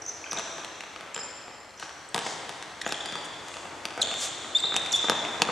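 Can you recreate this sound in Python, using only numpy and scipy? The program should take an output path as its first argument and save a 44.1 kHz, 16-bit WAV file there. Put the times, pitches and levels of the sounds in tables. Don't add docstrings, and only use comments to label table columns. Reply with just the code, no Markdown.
import sys
import numpy as np
from scipy import signal
from scipy.fft import rfft, irfft
from scipy.io import wavfile
from scipy.ndimage import uniform_filter1d

SR = 44100
rng = np.random.default_rng(int(sys.argv[2]) if len(sys.argv) > 2 else 0)


def dump(signal):
    limited = np.clip(np.atleast_2d(signal).T, -1, 1)
    pcm = np.round(limited * 32767).astype(np.int16)
    wavfile.write(sys.argv[1], SR, pcm)


N = 242991


def undb(db):
    return 10 ** (np.asarray(db) / 20)


def shape(x, table, power=1):
    hz, db = np.transpose(table)
    bins = np.arange(x.shape[-1] // 2 + 1) * SR / x.shape[-1]
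    gain = undb(power * np.interp(np.log(bins + 1), np.log(hz + 1), db))
    return irfft(rfft(x) * gain, x.shape[-1])


def band(x, lo_hz, hi_hz):
    sos = signal.butter(2, [lo_hz, min(hi_hz, .45 * SR)], "bandpass", fs=SR, output="sos")
    return signal.sosfilt(sos, x)


def unit(x):
    return x / np.sqrt(np.mean(x ** 2))


def add(track, x, s):
    i = max(int(s * SR), 0)
    track[..., i:i + x.shape[-1]] += x[..., :N - i]


def rumble(level_db=-72):
    return undb(level_db) * unit(band(rng.standard_normal(N), 47, 79))


# (frequency [Hz], relative spectral density [dB])
WASH_SPECTRUM = [(15, -48), (25, -59), (87, -0.5), (223, -9.5), (317, 4), (384, 1.5), (714, 3), (2050, -3),
                 (3300, -12), (4500, -14), (7310, -12), (11900, -22), (16000, -67)]
# (time [s], level [dB])
WASH_ENVELOPE = [(0, -44.5), (.8, -47), (1.698, -51.5), (2.599, -47.5), (3.7, -43.5), (4.598, -42.5),
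                 (5.51, -37.5)]
def wash():
    s, db = np.transpose(WASH_ENVELOPE)
    noise = shape(rng.standard_normal((2, N)), WASH_SPECTRUM)
    return noise / np.std(noise[0]) * undb(np.interp(np.arange(N) / SR, s, db))


def patter(steps_per_s=50):
    timing, strength, grain = rng.random((3, N))
    impulses = (timing < steps_per_s / SR) * undb(-40.5 - 1.03 * np.log(strength + 1e-9))
    burst = 4 * (grain[:200] - .5) * np.exp(-np.arange(200) / 50)
    return band(signal.fftconvolve(impulses, burst)[:N], 330, 5900)


# (frequency [Hz], reverberation time [s], relative level [dB])
HALL_BANDS = [(95, 2.1, 5.5), (248, 2.4, 5), (556, 1.8, 7), (1338, 2.12, 7.5), (2430, 2.4, 6),
              (4400, 2.22, 3.5), (8240, 1.68, 3.5), (12100, 0.21, -12), (14900, 0.19, -27)]
def hall(x, gain_db=-7, build_s=0.014):
    t = np.arange(2 * SR) / SR
    arrives = rng.random(2 * SR) < np.clip((t / .35) ** 2, .005, 1)
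    echoes = rng.standard_normal((2, 2 * SR)) * arrives
    echoes /= np.sqrt(uniform_filter1d(echoes[0] ** 2, size=800) + 1e-9)
    log_hz = np.log(np.array(HALL_BANDS)[:, 0])
    log_bins = np.log(np.arange(SR + 1) / 2 + 1)
    shares = [np.interp(log_bins, log_hz, row) for row in np.eye(len(log_hz))]
    response = sum(undb(db - 60 * t / t60) * irfft(rfft(echoes) * share)
                   for (_, t60, db), share in zip(HALL_BANDS, shares))
    response *= 1 - np.exp(-(t / build_s) ** 2)
    response *= undb(gain_db) / np.sqrt(np.sum(response[0] ** 2))
    return signal.fftconvolve(x[None], response, axes=1)[:, :N]


def early_reflections(x, gain_db=-9, t60_s=0.05):
    t = np.arange(6000) / SR
    response = rng.standard_normal((2, 6000)) * undb(-60 * t / t60_s) * (t > .002)
    response *= undb(gain_db) / np.sqrt(np.sum(response[0] ** 2))
    return signal.fftconvolve(x[None], response, axes=1)[:, :N]


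# (centre time [s], half-length [ms], centre frequency [Hz], bandwidth [Hz], level at centre [dB])
SOLE_DRAGS = [(.38, 61, 1060, 1890, -36), (1.83, 77, 3830, 5540, -43.5), (2.287, 168, 6100, 3730, -40),
              (2.818, 10.5, 5960, 8800, -32), (3.252, 24, 8300, 3870, -42), (3.552, 260, 7700, 3190, -49.5),
              (4.0, 22, 890, 1240, -32.5), (4.021, 20.5, 7640, 7000, -31), (4.232, 130, 7330, 2420, -33.5),
              (4.235, 84, 7100, 10900, -31.5), (4.929, 8.1, 8000, 8350, -25.5), (4.96, 30, 9000, 7100, -33)]
def scuffs(direct, to_hall, hall_db=-1):
    for s, half_ms, hz, width_hz, db in SOLE_DRAGS:
        n = int(2 * half_ms * SR / 1000)
        noise = rng.standard_normal(24000)[:n]
        grit = undb(rng.standard_normal(600).repeat(40)[:n])
        hiss = unit(band(noise * grit, max(hz - width_hz / 2, 100), hz + width_hz / 2))
        x = undb(db) * hiss * np.hanning(n) ** 2
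        add(direct, x, s - half_ms / 1000)
        add(to_hall, undb(hall_db) * x, s - half_ms / 1000)


def knock(slap_db, thud_db, tick_db, contact_ms):
    t = np.arange(2000) / SR
    contact_s = np.clip(contact_ms, .2, 15) / 1000
    noise = rng.standard_normal((2, 2000))
    contact = noise[0] * np.abs(noise[1]) * np.exp(-(t / contact_s) ** 2)
    contact[0] += 3.0
    boards = contact + 0.48 * noise[1] * np.exp(-t / (5.7 * contact_s))
    slap = band(contact, 1340, 3090)
    tick = -band(contact, 3100, 11600)
    thud = -band(boards, 450, 1203)
    boom = band(band(boards, 114, 440), 114, 440)
    # (signal, level re slap [dB], ring time [s])
    parts = (slap, 0, 0), (thud, thud_db, .0056), (tick, tick_db, .0071), (boom, thud_db - 11, .0096)
    return sum(undb(slap_db + db) * x * np.sqrt(0.29 * (contact_s + ring_s) * SR / np.sum(x ** 2))
               for x, db, ring_s in parts)


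# (time [s], slap level [dB], thud re slap [dB], tick re slap [dB])
IMPACTS = [(0.3203, -32.5, -1.5, 0.5), (0.3309, -31, 2, 3), (0.3948, -29.5, -1.5, -4),
           (0.5816, -32, -3.5, -12.5), (0.6471, -26.5, -13, -11), (0.8069, -26.5, -19, -12),
           (0.836, -34.5, -8, -13), (0.9607, -29, -11, -21), (1.0089, -32.5, -8, -12),
           (1.0305, -39.5, 0, -16), (1.1457, -33.5, -20, -4), (1.1631, -24, -8.5, -15.5),
           (1.178, -29.5, -7.5, -18), (1.1902, -34.5, 0, -20), (1.4798, -39.5, 1, -16),
           (1.798, -40.5, -2, 4), (1.8262, -30, -2.5, -15), (1.8932, -35, -13, -10.5),
           (2.145, -25.5, 4.5, 5), (2.1616, -30.5, 2.5, 2), (2.1791, -22.5, -2.5, -6),
           (2.1901, -30.5, -20, 1.5), (2.2648, -27, 0.5, -16), (2.268, -30, -6, -4), (2.3084, -38, -14, -5),
           (2.4932, -31.5, -1.5, -1), (2.6258, -29.5, -14.5, -7), (2.8641, -19.5, -3.5, -26),
           (2.877, -39, -21, 6), (2.891, -37, 3, 4.5), (2.923, -20, -10, -5), (3.0582, -33, -0.5, 1.5),
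           (3.124, -30, -1.5, -8), (3.1549, -32.5, 3.5, -3.5), (3.484, -38, -10, 1), (3.541, -32, -12, -11),
           (3.5683, -30, -6.5, -20), (3.6539, -38, 2, -12), (3.854, -21.5, -9, -4), (3.905, -34, -2, -14),
           (3.977, -36.5, 9, -3), (4.0723, -31.5, -3, -7), (4.1135, -25, -5.5, -12),
           (4.14, -26.5, -21, -6.5), (4.4457, -33, -2.5, -24), (4.6405, -29, -0.5, -20),
           (4.722, -27, -3.5, -26), (4.742, -25.5, -2, -7), (4.7603, -25.5, -1.5, -6),
           (4.7645, -14.5, -10, -3), (4.8616, -25, -19, -8), (5.0422, -32.5, 7.5, -5),
           (5.0848, -28, 5, -25), (5.0975, -7.5, -8.5, -10.5), (5.1191, -31, 10, -7),
           (5.25, -22.5, -8, -18), (5.3988, -42.5, 12.5, -14), (5.4193, -11.5, -9, -9),
           (5.4202, -9.5, -11.5, -6.5), (5.445, -38, 9, -25), (5.4882, -31.5, 11, -12),
           (5.498, -32, 4, -26)]
def knocks(direct, to_hall, reference_db=-29.5):
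    for s, slap_db, thud_db, tick_db in IMPACTS:
        force_db = slap_db - reference_db
        x = knock(slap_db, thud_db, tick_db, contact_ms=1.82 - 0.05 * force_db)
        add(direct, x, s)
        add(to_hall, undb(3 - 0.38 * force_db) * x, s)


def squeak(ms, start_hz, end_hz, roughness):
    n = int(ms * SR / 1000)
    progress = np.arange(n) / n
    waver = np.sqrt(30) * uniform_filter1d(rng.standard_normal((2, 2000)), size=30)[:, :n]
    glide_hz = start_hz + (end_hz - start_hz) * progress
    phase = 2 * np.pi * np.cumsum(glide_hz * (1 + 0.045 * roughness * waver[0])) / SR
    octaves_up = max(np.log2((start_hz + end_hz) / 2 / 3700), 0)
    overtone_db = -23 + 30.5 * roughness - 20 * octaves_up
    tone = np.sin(phase)
    for k in range(2, int(16000 / start_hz) + 1):
        tone += undb(overtone_db - 10 * (k - 2)) * np.sin(k * phase)
    grip = np.minimum(progress / .25, 1) * np.minimum((1 - progress) / .3, 1)
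    return np.sqrt(2) * tone * grip * undb(2 * roughness * waver[1])


# (time [s], duration [ms], start frequency [Hz],
# end frequency [Hz], level [dB], roughness [clipped to 0-1], gain into the hall [dB])
SOLE_SQUEAKS = [(.019, 6.8, 6400, 5370, -35, 0.15, 11.5), (.062, 5, 6500, 5760, -31.5, 0.68, 7.5),
                (.076, 25, 6240, 5960, -33, 0.65, -10), (.092, 8.1, 6110, 5800, -36, 0.15, 2),
                (.241, 3.2, 2650, 2280, -32.5, 0.25, 5), (.260, 9.5, 1588, 1570, -42.5, 0.72, 2),
                (.311, 5.3, 6170, 5730, -25, 0.48, 4), (.371, 6.5, 3880, 3400, -31, 0.47, -16),
                (.385, 3, 6040, 5870, -29.5, 0.3, -20), (.387, 2.8, 3790, 3340, -30, 0.65, 5),
                (1.143, 7.5, 7440, 7140, -29.5, 0.25, 6), (1.158, 6, 5250, 5180, -38, .3, 12.5),
                (1.189, 19, 7360, 7100, -36.5, 0.4, -2), (1.199, 28, 5120, 5160, -39, 0.3, -12),
                (1.226, 37, 7260, 7200, -38, 0, -17), (1.775, 6.3, 6260, 5530, -46.5, .5, 12),
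                (2.088, 3.9, 8300, 8000, -41, 1.1, -6), (2.814, 6.6, 1710, 1970, -33, 0.64, 8),
                (2.850, 32, 3255, 3720, -46, 0.9, 2), (2.900, 34, 3750, 3400, -41, 0.56, -1),
                (2.943, 4.3, 3330, 3150, -30, 0.1, 7.5), (3.004, 7.6, 3570, 3410, -31, 0.27, 6),
                (3.05, 25, 4670, 4840, -47.5, 0.1, 11.5), (3.082, 24, 3520, 3345, -37, 0.35, 4),
                (4.015, 10.2, 4230, 3405, -19, 0.62, -3.5), (4.025, 7.8, 3710, 3060, -24, 0.66, -1),
                (4.548, 23.4, 3444, 3716, -16, 0.12, -6.5), (4.568, 7.1, 3714, 3700, -26, 0.61, 4),
                (4.582, 7, 4940, 4430, -32.5, 0.7, -17), (4.594, 8.9, 7800, 7400, -32, .2, -15),
                (4.602, 3.7, 4140, 4000, -34, 1.1, -10), (4.625, 10, 3680, 3600, -28.5, 0, 3),
                (4.635, 13, 3500, 3824, -22, 0.13, 7.5), (4.654, 4.8, 3970, 4000, -23, 0, -1),
                (4.918, 7.6, 7920, 5720, -25.5, 0.44, 3), (4.925, 8.6, 5200, 6100, -27.5, 0.3, -5),
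                (4.933, 23.5, 3520, 3438, -20, 0.27, -0.5), (4.955, 11, 3520, 3620, -23.5, 0.42, 5),
                (4.958, 14, 6070, 5400, -33.5, 0.4, 3)]
def squeaks(direct, to_hall):
    uneven = unit(uniform_filter1d(rng.standard_normal(N), size=60))
    for s, ms, start_hz, end_hz, db, roughness, hall_db in SOLE_SQUEAKS:
        roughness = np.clip(roughness, 0, 1)
        x = undb(db) * squeak(ms, start_hz, end_hz, roughness)
        modulation = 1 + 1.72 * roughness * uneven[int(s * SR):][:len(x)]
        add(direct, x, s)
        add(to_hall, undb(hall_db) * x * modulation, s)


# (frequency [Hz], side re mid [dB])
DIFFUSE_WIDTH = [(50, -11), (500, -13.5), (2000, -9.5), (6000, -8.5), (9500, -3.5), (15000, -23)]
def scene():
    direct, to_hall = np.zeros((2, N))
    squeaks(direct, to_hall)
    knocks(direct, to_hall)
    scuffs(direct, to_hall)
    steps = patter()
    mid, side = hall(to_hall + steps) + early_reflections(direct + steps) + wash()
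    side = shape(side, DIFFUSE_WIDTH)
    return direct + steps + np.array([mid + side, mid - side]) + rumble()


# (frequency [Hz], left re right [dB])
PORT_BALANCE = [(60, 4.5), (110, 5.5), (200, 3), (380, 4), (700, 1), (1290, 1.5), (2380, 1.0), (4400, 0.5),
                (8120, 0.5), (15000, 1)]
# (frequency [Hz], lead of the left [rad])
PORT_PHASE = [(0, 0), (260, -.2), (1500, 0), (7000, .2), (9300, 1.3), (16000, .8)]
def record(dry, rolloff_hz=8200, cutoff_hz=16000):
    left = shape(dry[0], PORT_BALANCE, power=.5)
    right = shape(dry[1], PORT_BALANCE, power=-.5)
    hz, radians = np.transpose(PORT_PHASE)
    lead = np.interp(np.arange(N // 2 + 1) * SR / N, hz, radians)
    left = irfft(rfft(left) * np.exp(1j * lead), N)
    pair = signal.sosfilt(signal.butter(3, rolloff_hz, fs=SR, output="sos"), [left, right])
    hiss = undb(-65) * band(rng.standard_normal((2, N)), 7000, 12400)
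    return signal.sosfilt(signal.ellip(10, .2, 80, cutoff_hz, fs=SR, output="sos"), pair + hiss)


dry = scene()
out = record(dry)
dump(out)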